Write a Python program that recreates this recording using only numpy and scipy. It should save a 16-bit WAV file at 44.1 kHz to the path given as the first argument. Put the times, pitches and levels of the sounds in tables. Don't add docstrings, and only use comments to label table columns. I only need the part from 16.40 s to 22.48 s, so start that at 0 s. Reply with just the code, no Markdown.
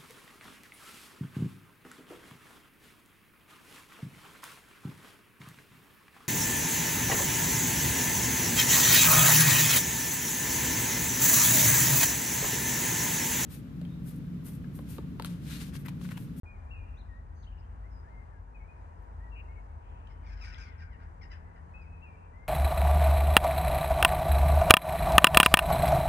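import sys
import numpy as np
from scipy import signal
from scipy.fft import rfft, irfft, next_fast_len
from scipy.io import wavfile

SR = 44100
rng = np.random.default_rng(int(sys.argv[2]) if len(sys.argv) > 2 else 0)


def int16_out(signal):
    q = np.round(np.clip(np.atleast_2d(signal).T, -1, 1) * 32767)
    wavfile.write(sys.argv[1], SR, q.astype(np.int16))


N = 268128

# (time [s], length [s], first pitch [Hz], held pitch [Hz], last pitch [Hz], level [dB])
BLACKBIRD_NOTES = [(0.676, 0.13, 2020, 1800, 2050, -48.5), (1.422, 0.059, 1730, 2025, 2170, -55.5),
                   (1.645, 0.056, 1523, 1720, 2110, -53.5), (1.685, .165, 2110, 2105, 2107, -53.5),
                   (1.904, 0.1, 1980, 1640, 1610, -54), (2.14, 0.042, 2620, 2475, 2250, -51.5),
                   (2.188, 0.08, 2300, 2157, 2410, -53), (2.274, 0.054, 2410, 2460, 2470, -55),
                   (2.782, .125, 1672, 1984, 1824, -50), (2.911, 0.059, 2790, 2697, 2550, -53),
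                   (3.072, 0.07, 2026, 2217, 2100, -53), (3.15, 0.054, 2243, 2194, 2140, -51.5),
                   (5.909, 0.18, 1886, 2082, 2175, -51.5)]
# (time [s], length [s], middle pitch [Hz], level [dB], swing [Hz])
BLACKBIRD_BUZZES = [(2.945, 0.078, 2680, -51.5, 216)]
# (time [s], length [s], first pitch [Hz], last pitch [ratio], level [dB], roughness [0-1])
JACKDAW_CALLS = [(3.681, 0.049, 1160, 0.86, -66.5, 0.47), (3.822, 0.044, 1258, 0.6, -65.5, 0.37),
                 (3.847, 0.067, 1184, 0.84, -61, 0.46), (3.885, 0.075, 880, .8, -58.5, 0.47),
                 (3.942, 0.1, 1086, 0.86, -64, 0.68), (3.999, 0.063, 1359, 0.69, -54.5, 0.38),
                 (4.022, .06, 1069, 0.64, -54, 0.51), (4.056, 0.065, 820, 0.8, -55, 0.47),
                 (4.095, 0.055, 830, 1.35, -58, 0.22), (4.112, .04, 1342, .9, -57, 0.38),
                 (4.133, .075, 930, 1.37, -59.5, 0.3), (4.167, .06, 824, 0.85, -55, 0.6),
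                 (4.192, 0.07, 1350, .75, -57, 0.44), (4.246, 0.057, 1096, 0.96, -59.5, 0.48),
                 (4.306, 0.041, 1040, .85, -63.5, 0.1), (4.372, 0.08, 1060, 0.54, -56.5, 0.48),
                 (4.494, 0.069, 1112, 0.71, -61.5, 0.24), (4.581, 0.075, 1029, 0.8, -63, 0.72),
                 (4.803, 0.05, 1150, 0.67, -56.5, 0.34), (4.896, 0.054, 1063, 0.75, -53.5, 0.39),
                 (5.144, .044, 1040, 0.8, -61, 0.36), (5.238, 0.058, 882, 0.9, -70, 0.15)]
# (frequency [Hz], gain [dB])
THROAT_RESPONSE = [(600, -51), (1050, -6), (1500, 18), (1900, 12), (2500, 8.5), (3200, -5.5), (3900, -8),
                   (4350, -8), (4750, 3), (5200, 6), (5900, -4.5), (6600, -9), (7300, -19), (8100, -17),
                   (11300, -20.5), (13000, -41)]
# (time [s], spectral tilt [dB/octave])
CALL_TILT = [(3.8, 2), (4.25, 2.5), (4.38, -2), (4.5, -6), (4.8, -1), (4.9, -4), (5.2, -9)]
# (time [s], length [s], held pitch [Hz], drop [Hz], level [dB])
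HELD_NOTES = [(.052, 0.13, 2448, 590, -53.5), (5.335, .135, 2576, 746, -51)]
# (time [s], top pitch [Hz], resting pitch [Hz], level [dB])
FLICKED_NOTES = [(0.299, 2793, 2407, -48), (5.61, 2752, 2340, -51)]
# (time [s], length [s], middle pitch [Hz], slide [Hz], level [dB], swing [Hz])
SMALL_TWITTERS = [(0.55, 0.056, 6110, 203, -83, 25), (0.932, 0.15, 6330, 34, -77, 80),
                  (0.941, 0.16, 4500, -200, -79, 80), (1.022, 0.037, 3550, -2000, -69.5, 280),
                  (1.183, .033, 5020, -150, -79, 160), (1.49, 0.15, 5040, -200, -80, 10),
                  (3.374, .34, 2510, 239, -73.5, 110), (3.38, 0.29, 3020, 208, -80, 160),
                  (5.411, 0.026, 4830, -100, -78, 110)]
# (time [s], length [s], top pitch [Hz], slide [Hz], level [dB])
SMALL_CHIRPS = [(0.564, 0.062, 4140, 0, -67.5), (1.063, 0.029, 3170, 2, -65),
                (1.112, 0.032, 2920, 549, -69), (1.168, 0.027, 2850, 603, -70),
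                (1.208, .036, 2750, 403, -77)]
# (time [s], ring frequency [Hz], level [dB], t60 [s])
TICK_RINGS = [(2.575, 5100, -82, 0.031), (2.625, 11410, -77.5, 0.067), (3.671, 3020, -56, 0.028),
              (4.145, 3300, -37, 0.004)]
# (loudest time [s], swell width [s], pitch [Hz], level [dB])
PASSING_ENGINES = [(.4, 0.65, 88.2, -61), (0.999, 0.71, 44.35, -51.5), (1.3, 0.59, 132.8, -68.5),
                   (3.702, 0.47, 86.26, -61), (3.899, 1.54, 77.9, -53), (5.049, 0.62, 161.3, -62.5),
                   (4.8, .25, 80, -55.5), (5.199, 0.82, 41.66, -57.5), (5.399, 0.49, 199.8, -70)]
# (time [s], pitch [Hz], level [dB])
ENGINE_REVS = [(0.05, 55.4, -58), (0.5, 56.07, -46.5), (0.58, 54.02, -56), (1.48, 54.18, -46),
               (1.9, 49.23, -48.5), (2.29, 47.26, -54), (2.55, 50.86, -51.5), (2.91, 53.51, -42),
               (3.5, 46.26, -51.5), (4.06, 51.1, -40.5), (4.39, 45, -60), (4.8, 49, -58)]
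# (time [s], pitch [Hz], level [dB])
LOW_THUDS = [(0.255, 69, -38), (1.139, 91, -48.5), (5.32, 80.6, -40.5)]
# (frequency [Hz], spectral density [dB])
RUMBLE_SPECTRUM = [(20, -27.5), (33, -37), (40, 1.5), (52, -1), (66, -4), (82, 0), (100, -9), (125, -16.5),
                   (180, -20), (260, -22.5), (500, -54), (1500, -71.5)]
# (time [s], level [dB])
RUMBLE_LEVELS = [(0, -47.5), (.4, -45), (2.3, -50), (2.9, -48), (4.8, -48), (6.08, -51.5)]
# (frequency [Hz], spectral density [dB])
WASH_SPECTRUM = [(30, -7.5), (200, -5.5), (350, -1.5), (480, -1.5), (600, -2.5), (800, 1.5), (950, 4),
                 (1300, -2.5), (1900, -5.5), (2600, -21.5), (3500, -31.5), (5000, -31.5), (8500, -28.5),
                 (10000, -30.5), (12500, -43.5)]
# (frequency [Hz], spectral density [dB])
TYRE_SPECTRUM = [(150, -33), (330, -23.5), (450, 7), (540, -19), (650, -1.5), (780, -4.5), (950, 10.5),
                 (1080, -7.5), (1350, -17), (3000, -48)]
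# (loudest time [s], swell width [s], level [dB])
PASSING_CARS = [(2.9, 0.95, -64), (5.699, 0.92, -67)]
# (frequency [Hz], coherence [0-1])
COHERENCE = [(60, 0.93), (130, 1), (270, 0.68), (600, 0.23), (1200, 0.82), (2500, 0), (6000, 0.8),
             (12000, 0)]
# (frequency [Hz], t60 [s])
STREET_DECAY = [(500, .9), (2500, 1.0), (5000, .5), (10000, .25)]
# (frequency [Hz], t60 [s])
JACKDAW_DECAY = [(500, .9), (2100, .9), (2900, .36), (5000, .27), (10000, .2)]
# (delay [s], blur [s], level over the tail [dB])
HOUSE_FRONTS = [(0.024, 0.046, 1), (0.181, 0.046, 6)]
# (delay [s], gain [dB])
WALL_ECHOES = [(.0075, -9), (.017, -10)]
# (frequency [Hz], left gain [dB], right gain [dB])
PORT_RESPONSE = [(62, 3, 0.5), (204, 1.5, -1), (590, 2.5, 3), (1240, 1.5, -1), (2010, -0.5, -7.5),
                 (2500, 3.5, 0), (2850, 5.5, 0), (4450, 2.5, -1.5), (5180, 8, -6.5), (5400, -4.5, -5.5),
                 (6870, 6, -6), (7450, -4.5, -12.5), (8570, 3, -5.5), (9930, -11.5, -12.5),
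                 (11500, -0.5, 0)]

BUZZ_HZ = 197


def blackbird_note(s, length, first, held, last, db, slid_db_per_hz=-.0001):
    u = np.linspace(0, 1, int(length * SR))
    glide = held + (first - held) * (1 - u) ** 3.5 + (last - held) * u ** 3.3
    return s, whistle(glide, db - 9 + slid_db_per_hz * np.maximum(held - glide, 0), taper=.51)


def blackbird_buzz(s, length, middle, db, swing, throb=.41, unevenness=.18):
    size = int(length * SR)
    rate = BUZZ_HZ * (1 + unevenness * wander(size, hz=150))
    flutter = sine(rate) * signal.windows.tukey(size, .5)
    return s, whistle(middle + swing * flutter, db, taper=.41) * (1 - throb * flutter)


def jackdaw(s, length, first, end_ratio, db, rough, jitter=.0674, usual_db=-58):
    size = int(length * SR)
    glide = first * (1 + (end_ratio - 1) * np.linspace(0, 1, size) ** 1.5)
    cycles = np.cumsum(glide * (1 + jitter * rough * wander(size, hz=304))) / SR
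    harmonics = sum(np.cos(2 * np.pi * k * cycles) for k in range(1, 13))
    harmonics *= 1 + rough * wander(size, hz=580)
    rasp = (1 + np.cos(2 * np.pi * cycles)) * rng.standard_normal(size)
    effort = signal.windows.tukey(size, .8) * gain_of(2 * wander(size, hz=113))
    voice = ((1 - rough) * unit_rms(harmonics) + .66 * rough ** 2 * unit_rms(rasp)) * effort
    hz = bins(size)
    own_db = 3 * np.interp(hz, np.linspace(0, SR / 2, 50), rng.uniform(-1, 1, 50))
    build = 1 + .023 * (2 * rng.random() - 1)
    tilt = -9.5 + 14.3 * rough + .55 * (db - usual_db) + np.interp(s, *np.transpose(CALL_TILT))
    octaves = np.log2(np.maximum(hz, first) / first)
    throat_db = at_hz(THROAT_RESPONSE, hz * build) + own_db + tilt * octaves
    return s, gain_of(db) * unit_rms(irfft(rfft(voice) * gain_of(throat_db), size))


def held_note(s, length, hz, drop, db, wobble=.0077, fade_db=-15):
    fall = np.linspace(0, 1, int(length * SR)) ** 4.5
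    pitch = hz * (1 + wobble * wander(len(fall), hz=54)) - drop * fall
    return s, whistle(pitch, db + fade_db * np.sqrt(fall), taper=.18)


def flicked_note(s, top, rest, db, length=.16, rise_s=.023, sink_s=.034, scoop_hz=400):
    t = np.arange(int(length * SR)) / SR
    below = np.maximum(1 - t / rise_s, 0) ** 2
    sunk = 1 - np.exp(-(np.maximum(t - rise_s, 0) / sink_s) ** 1.1)
    hz = top - scoop_hz * below - (top - rest) * sunk
    return s, whistle(hz, db - 5 * (below + sunk) - 40 * t, taper=.22)


def whistle(hz, db, taper, waver=.0075, tremor_db=1.2):
    size = len(hz)
    tone = np.sqrt(2) * sine(hz * (1 + waver * wander(size, hz=120)))
    return tone * gain_of(db + tremor_db * wander(size, hz=29)) * signal.windows.tukey(size, taper)


def twitter(s, length, middle, slide, db, swing, arch=0, waver=.012, hoarseness=.8):
    u = np.linspace(-.5, .5, int(length * SR))
    glide = middle * (1 - arch * abs(2 * u) ** 1.7) + slide * u
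    jitter = (waver * glide + hoarseness * swing) * wander(len(u), hz=296)
    flutter = swing * np.sin(2 * np.pi * BUZZ_HZ * length * u)
    return s, gain_of(db) * unit_rms(sine(glide + jitter + flutter) * signal.windows.tukey(len(u), .5))


def chirp(s, length, top, slide, db):
    return twitter(s, length, top, slide, db, swing=0, arch=.26)


def tick(s, hz, db, t60, rise_s=.00033, grit=.3):
    t = np.arange(SR // 10) / SR
    ring = np.sin(2 * np.pi * hz * t) + grit * wander(len(t), hz=7000)
    return s, gain_of(db - 60 * t / t60) * (1 - np.exp(-t / rise_s)) * ring


def passing_engine(s, swell, pitch, db, sag_per_s=.007, waver=.0061, throb_db=2):
    t = np.arange(N) / SR - s
    hz = pitch * (1 - sag_per_s * t + waver * wander(N, hz=10.8))
    level = gain_of(db + throb_db * wander(N, hz=.97)) * np.exp(-.5 * (t / swell) ** 2)
    return 0, level * np.sqrt(2) * sine(hz)


def revving_engine(revs, waver=.0043):
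    s, pitch, db = np.transpose(revs)
    t = np.arange(s[0], s[-1], 1 / SR)
    hz = np.interp(t, s, pitch) * (1 + waver * wander(len(t), hz=5.1))
    level = gain_of(np.interp(t, s, db) - 2) * signal.windows.tukey(len(t), .15)
    return s[0], level * np.sqrt(2) * sine(hz)


def thud(s, hz, db, width_s=.024):
    t = np.arange(-SR // 8, SR // 8) / SR
    return s + t[0], gain_of(db) * np.exp(-(t / width_s) ** 2) * np.cos(2 * np.pi * hz * t)


def traffic(wash_db=-60):
    t = np.arange(N) / SR
    rumble = far_noise(RUMBLE_SPECTRUM) * gain_of(np.interp(t, *np.transpose(RUMBLE_LEVELS)) - 1)
    wash = far_noise(WASH_SPECTRUM) * gain_of(wash_db + wander(N, hz=3.9))
    passing = sum(gain_of(db) * np.exp(-.5 * ((t - s) / swell) ** 2) for s, swell, db in PASSING_CARS)
    return rumble + wash + far_noise(TYRE_SPECTRUM) * passing


def far_noise(spectrum):
    hz = bins(N)
    left, independent = rfft(rng.standard_normal((2, N)))
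    coherence = np.clip(at_hz(COHERENCE, hz), 0, 1)
    right = coherence * left + np.sqrt(1 - coherence ** 2) * independent
    return unit_rms(irfft(np.array([left, right]) * gain_of(at_hz(spectrum, hz)), N))


def near_walls(x):
    return x + sum(gain_of(db) * np.pad(x, (round(delay * SR), 0))[:N] for delay, db in WALL_ECHOES)


def street(x, tail_db, pan_left_db, decays=STREET_DECAY):
    t, hz = np.arange(SR) / SR, bins(SR)
    scatter = rfft(rng.standard_normal((2, SR)))
    centres, t60s = np.transpose(decays)
    bands = [irfft(scatter * at_hz(np.c_[centres, share], hz), SR) for share in np.eye(len(decays))]
    tail = sum(band * np.exp(-np.log(1000) * t / t60) for band, t60 in zip(bands, t60s))
    tail *= 1 + sum(gain_of(db) * np.exp(-((t - delay) / blur) ** 2) for delay, blur, db in HOUSE_FRONTS)
    song_band = (hz > 1500) & (hz < 3500)
    tail /= np.sqrt(np.mean(abs(rfft(tail)[:, song_band]) ** 2))
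    direct = x * gain_of([[pan_left_db], [-pan_left_db]])
    return direct + gain_of(tail_db) * signal.fftconvolve(x[None], tail, axes=1)[:, :N]


def gain_of(db):
    return 10 ** (np.asarray(db) / 20)


def unit_rms(x):
    return x / np.sqrt(np.mean(x ** 2) + 1e-20)


def at_hz(points, hz):
    f, value = np.transpose(points)
    return np.interp(np.log(hz + 1), np.log(f + 1), value)


def bins(size):
    return np.fft.rfftfreq(size, 1 / SR)


def sine(hz):
    return np.sin(2 * np.pi * np.cumsum(hz) / SR)


def wander(size, hz):
    padded = next_fast_len(size + SR)
    lowpass = np.exp(-np.minimum(bins(padded) / hz, 10) ** 2)
    return unit_rms(irfft(rfft(rng.standard_normal(padded)) * lowpass, padded))[:size]


def play(source, table):
    mix = np.zeros(N)
    for row in table:
        s, sound = source(*row)
        part = mix[max(round(s * SR), 0):][:len(sound)]
        part += sound[:len(part)]
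    return mix


def scene():
    engines = play(passing_engine, PASSING_ENGINES) + play(revving_engine, [[ENGINE_REVS]])
    thuds = play(thud, LOW_THUDS)
    blackbird = street(play(blackbird_note, BLACKBIRD_NOTES), tail_db=-3, pan_left_db=4) * gain_of(-6)
    accent = street(play(blackbird_buzz, BLACKBIRD_BUZZES), tail_db=-12, pan_left_db=1.5) * gain_of(-7.5)
    twitters = play(twitter, SMALL_TWITTERS) + play(chirp, SMALL_CHIRPS)
    small_birds = street(twitters, tail_db=-3.5, pan_left_db=1.5) * gain_of(-6)
    whistles = play(held_note, HELD_NOTES) + play(flicked_note, FLICKED_NOTES)
    whistler = street(whistles, tail_db=-3.5, pan_left_db=0) * gain_of(-7)
    calls = near_walls(play(jackdaw, JACKDAW_CALLS))
    jackdaws = street(calls, tail_db=-2, pan_left_db=.5, decays=JACKDAW_DECAY) * gain_of(-3)
    ticks = street(play(tick, TICK_RINGS), tail_db=-.5, pan_left_db=1.5)
    return blackbird + accent + jackdaws + whistler + small_birds + ticks + engines + thuds + traffic()


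def record(dry, left_lag_s=.0005047, start_s=.0328, fade_s=.00041, cutoff_hz=12900):
    t, hz, ports = np.arange(N) / SR, bins(N), np.array(PORT_RESPONSE)
    fades = np.clip(np.minimum(t - start_s, t[-1] - t) / fade_s, 0, 1)
    left = gain_of(at_hz(ports[:, [0, 1]], hz)) * np.exp(-2j * np.pi * hz * left_lag_s)
    right = gain_of(at_hz(ports[:, [0, 2]], hz))
    heard = irfft(rfft(dry) * np.array([left, right]), N) * fades
    lowpass = signal.firwin(511, cutoff_hz, window=("kaiser", 9), fs=SR)
    return signal.oaconvolve(heard, lowpass[None], "same")


dry = scene()
out = record(dry)
int16_out(out)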